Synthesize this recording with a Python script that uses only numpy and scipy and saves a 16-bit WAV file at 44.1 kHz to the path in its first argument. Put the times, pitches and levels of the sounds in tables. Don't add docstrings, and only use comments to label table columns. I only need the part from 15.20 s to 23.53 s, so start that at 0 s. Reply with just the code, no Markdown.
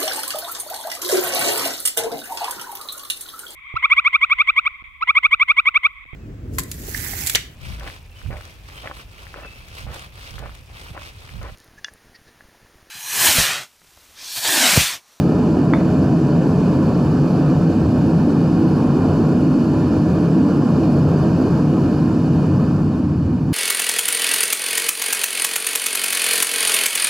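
import sys
import numpy as np
from scipy import signal
from scipy.fft import rfft, irfft, next_fast_len
from scipy.io import wavfile
from scipy.ndimage import uniform_filter1d, minimum_filter1d, map_coordinates

SR = 44100
rng = np.random.default_rng(int(sys.argv[2]) if len(sys.argv) > 2 else 0)


def unload_audio(sound):
    columns = np.transpose(np.atleast_2d(sound))
    steps = np.round(np.clip(columns, -1, 1) * 32767)
    wavfile.write(sys.argv[1], SR, steps.astype(np.int16))


N = 367353

# centre in Hz, width in Hz, relative level in dB.
BACKGROUND_BANDS = [(1700, 1500, 0)]
BACKGROUND_DB = -59

# frequency in Hz, time to fall by 60 dB in seconds.
WALL_DECAY = [(100, 0.35), (500, 0.61), (2000, 0.28), (8000, 0.38)]
# frequency in Hz, level in dB.
BURNER_ECHO = [(60, -39), (280, -26), (610, -19.5), (1330, -18), (2900, -9), (13600, -7.5)]
# centre in Hz, width in Hz, change in dB.
REFLECTION_DIPS = [(123, 17, -1), (345.2, 7.7, -8.5), (488, 12, -1.5), (1280, 14, 1), (1970, 130, -10.5),
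                   (5350, 150, 0.5)]

# frequency in Hz, lead of the left in radians.
LEFT_LEAD = [(60, -.005), (300, -.06), (1290, -.35), (2000, -.4), (3000, -.7), (3700, -.5), (5500, -.2),
             (8000, -.1), (13000, 0)]
# frequency in Hz, left minus right in dB.
LEFT_LEAN = [(60, -1), (130, 0.5), (280, -0.5), (610, -0.5), (1330, -1.5), (2900, -2), (6290, -1.5),
             (13600, 0.5)]
# frequency in Hz, level against the shared noise in dB.
UNSHARED = [(40, -42), (130, -31), (280, -23), (610, -20), (1330, -13), (2900, -8.5), (6290, -12),
            (9500, -15), (13600, -7)]

# start in seconds, level in dB.
TOOL_CONTACTS = [(.5352, -6)]
# pitch in Hz, level in dB before a small random change,
# time to fall by 60 dB in seconds, rise time in seconds.
STEEL_TONES = [(880, -6.5, .024, .001), (1240, -2.5, .015, .0008), (1600, -7, .013, .0008),
               (1980, -6, .021, .0017), (2220, -2, .013, .0018), (2900, -23, .014, .002),
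               (3330, -20, .014, .002), (3560, -23, .056, .0035), (4380, -25.5, .02, .0007)]
TOOL_LAG_S, TOOL_LEAN_DB = 4e-5, -1
TOOL_ECHO_DB, TOOL_ECHO_WIDTH = -7.5, .4

# time in seconds, flow in dB against full.
VALVE_FLOW = [(0, 0), (6.3, 0), (6.9, -0.6), (7.2, -1.5), (7.4, -2), (7.65, -4.5), (7.93, -7), (8.1, -7),
              (8.33, -8)]
# time in seconds, gain of the drone in dB.
HUM_TO_DRONE = [(0, -1.1), (2, -1), (3.9, 0.3), (4.6, 0.65), (6.8, 0.35), (7.4, -1), (8.33, 1)]
# time in seconds, change in dB.
GROWL_UNEVENNESS = [(0, 1), (1.2, 0.9), (1.7, -0.2), (2.5, 0), (3, 0), (3.9, 1.5), (4.4, -1), (6, 0.4),
                    (6.7, -0.5), (8.33, 1.5)]

# centre in Hz, width in Hz, relative level in dB.
THROB_MODES = [(47, 22, -44.5), (73.6, 31, -40), (96, 39, -29.5)]
HUM_MODES = [(147, 31, -21), (172.7, 37, -22.5)]
DRONE_MODES = [(208, 30, -32), (229.6, 49, -25.5), (255, 27.6, -23.5), (291.6, 37, -26), (324.9, 39, -25.5)]
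GROWL_MODES = [(378.4, 18, -33), (415, 19.4, -35.5), (448.3, 97, -37.5), (502.5, 11, -38),
               (526.5, 27, -40.5), (581, 33, -40.5), (601, 25, -44.5), (631, 45, -41.5), (669, 30, -46),
               (721, 69, -44.5), (761, 74, -48)]
ROAR_MODES = [(843, 100, -48), (906, 25, -48), (994, 170, -48.5), (1105, 195, -52), (1167, 29, -55.5),
              (1258, 37, -51), (1362, 160, -55.5), (1508, 400, -57), (1763, 150, -60.5)]
JET_MODES = [(2220, 100, -70), (2477, 295, -62.5), (2918, 470, -66), (3546, 180, -72), (3780, 410, -74),
             (4450, 580, -66.5), (4960, 320, -70), (5170, 116, -68), (5680, 105, -72.5), (5950, 370, -73.5),
             (6340, 480, -77.5), (7110, 1120, -76), (7820, 360, -81), (8460, 660, -87), (9000, 500, -87),
             (9450, 300, -85), (10270, 250, -85), (5400, 250, -79), (9780, 150, -80.5), (10020, 270, -81.5),
             (10880, 760, -84), (11930, 1200, -85), (13000, 700, -96.5), (13850, 400, -101)]

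THROB_DB, HUM_DB, DRONE_DB, GROWL_DB, ROAR_DB, JET_DB = -26.5, -17, -17, -26, -34, -45.5
THROB_FOLLOWS, DRONE_FOLLOWS, GROWL_FOLLOWS, ROAR_FOLLOWS = -0.22, 0.94, 1.45, 1
SURGE_DB, SURGES_PER_S = 1.07, 2.38

TOP_HZ = 14150


def amp(db):
    return 10 ** (np.asarray(db) / 20)


def unit(x):
    return x / np.sqrt(np.mean(x ** 2) + 1e-20)


def along(points, hz):
    f, v = np.transpose(points)
    return np.interp(np.log(hz + 1), np.log(f + 1), v)


def over_time(points):
    return np.interp(np.arange(N) / SR, *np.transpose(points))


def wobble(rate):
    points = rng.standard_normal(int(N * rate / SR) + 4)
    return map_coordinates(points, [np.arange(N) * rate / SR])


def filtered(x, response):
    m = next_fast_len(N + 8192)
    hz = np.fft.rfftfreq(m, 1 / SR)
    return irfft(rfft(x, m) * response(hz), m)[..., :N]


def patchy(x, window, bins, frames, depth_db):
    z = signal.stft(x, nperseg=window)[2]
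    field = uniform_filter1d(rng.standard_normal(z.shape[1:]), size=bins, axis=0)
    field = uniform_filter1d(field, size=frames, axis=1)
    return signal.istft(z * amp(depth_db * unit(field)), nperseg=window)[1][:, :N]


def turbulence(modes, patchy_db):
    mid_and_side = patchy(rng.standard_normal((2, N)), 512, 5, 7, patchy_db)

    def peaks(f):
        power = 0
        for c, w, db in modes:
            detuning = (f * f - c * c) / (np.maximum(f, 1) * w)
            power = power + amp(2 * db) / (1 + detuning ** 2) ** 2
        return np.sqrt(power)

    mid, side = filtered(mid_and_side, lambda f: peaks(f) * [np.ones_like(f), amp(along(UNSHARED, f))])
    return unit(np.array([mid + side, mid - side]))


def wandering(x, depth_db):
    return unit(patchy(x, 4096, 4, 10, depth_db))


def background():
    return amp(BACKGROUND_DB) * turbulence(BACKGROUND_BANDS, patchy_db=1.1)


def yard(x):
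    hz, t, z = signal.stft(rng.standard_normal((2, SR // 2)), SR, nperseg=256)
    fade = amp(-60 * t / along(WALL_DECAY, hz)[:, None])
    tail = signal.istft(z * fade, SR, nperseg=256)[1]
    tail = tail / np.linalg.norm(tail[0])
    delayed = np.pad(x, (260, 0))
    return signal.fftconvolve(delayed[None], tail, axes=1)[:, :N]


def tool():
    out, t = np.zeros(N + SR), np.arange(SR // 10) / SR
    for start, db in TOOL_CONTACTS:
        ring = 0
        for k, (hz, level, t60, rise) in enumerate(STEEL_TONES):
            fade = amp(level + rng.normal(0, 0.66) - 60 * t / t60)
            onset = 1 - np.exp(-(t / rise) ** 2)
            ring = ring + (-1) ** k * fade * onset * np.sin(2 * np.pi * hz * t)
        dull_noise = uniform_filter1d(uniform_filter1d(rng.standard_normal(len(t)), size=4), size=3)
        crack = dull_noise * amp(-24 - 60 * t / .012) * (1 - np.exp(-t / .0008))
        out[round(start * SR):][:len(t)] += amp(db) * (ring + crack)
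    return out[:N]


def tool_at_microphones():
    knock = tool()
    echo = yard(knock)
    shared = echo.mean(0)
    echo = np.sqrt(2) * shared + TOOL_ECHO_WIDTH * (echo - shared)
    sides = np.array([[.5], [-.5]])

    def arrival(hz):
        return amp(sides * TOOL_LEAN_DB) * np.exp(-2j * np.pi * hz * sides * TOOL_LAG_S)

    return filtered(knock, arrival) + amp(TOOL_ECHO_DB) * echo


def surge_db():
    return SURGE_DB * wobble(SURGES_PER_S)


def throb(flow_db):
    level_db = THROB_DB + THROB_FOLLOWS * flow_db + surge_db()
    return amp(level_db) * turbulence(THROB_MODES, patchy_db=0.0)


def hum_and_drone(flow_db):
    shift_db = over_time(HUM_TO_DRONE)
    hum_db = HUM_DB - shift_db + DRONE_FOLLOWS * flow_db + surge_db()
    drone_db = DRONE_DB + shift_db + DRONE_FOLLOWS * flow_db + surge_db()
    hum = amp(hum_db) * turbulence(HUM_MODES, patchy_db=0.9)
    drone = amp(drone_db) * turbulence(DRONE_MODES, patchy_db=1.22)
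    return hum + drone


def growl(flow_db, flicker):
    level_db = GROWL_DB + GROWL_FOLLOWS * flow_db + 0.46 * flicker + over_time(GROWL_UNEVENNESS)
    return amp(level_db) * wandering(turbulence(GROWL_MODES, patchy_db=0.54), depth_db=0.87)


def roar(flow_db, flicker):
    level_db = ROAR_DB + ROAR_FOLLOWS * flow_db + 0.48 * flicker
    return amp(level_db) * wandering(turbulence(ROAR_MODES, patchy_db=0.6), depth_db=1.33)


def jet(flow_db, flicker):
    return amp(JET_DB + flow_db + 0.23 * flicker) * turbulence(JET_MODES, patchy_db=1.0)


def burner():
    flow_db = over_time(VALVE_FLOW)
    flicker = 0.6 * wobble(3.13) + 0.61 * wobble(13) + .5 * wobble(40)
    low = throb(flow_db) + hum_and_drone(flow_db)
    return low + growl(flow_db, flicker) + roar(flow_db, flicker) + jet(flow_db, flicker)


def burner_arrival(hz):
    half = amp(along(LEFT_LEAN, hz) / 2) * np.exp(.5j * along(LEFT_LEAD, hz))
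    dips_db = sum(db / (1 + (2 * (hz - c) / w) ** 2) for c, w, db in REFLECTION_DIPS)
    return np.array([half, 1 / half]) * amp(dips_db)


def burner_at_microphones():
    flame = burner()
    echoes = filtered(yard(flame.mean(0)), lambda hz: amp(along(BURNER_ECHO, hz)))
    return filtered(flame + echoes, burner_arrival)


def scene():
    return background() + tool_at_microphones() + burner_at_microphones()


def record(dry):
    bass = filtered(dry, lambda hz: 1 / (1 + (hz / 380) ** 6))
    over = np.maximum(1, np.abs(bass).max(0) / .3)
    gain = uniform_filter1d(minimum_filter1d(over ** -.75, size=900), size=700)
    held_bass = bass * gain * amp(2.0)
    rest = (dry - bass) * gain ** 0.28
    return filtered(held_bass + rest, lambda hz: hz < TOP_HZ)


dry = scene()
out = record(dry)
unload_audio(out)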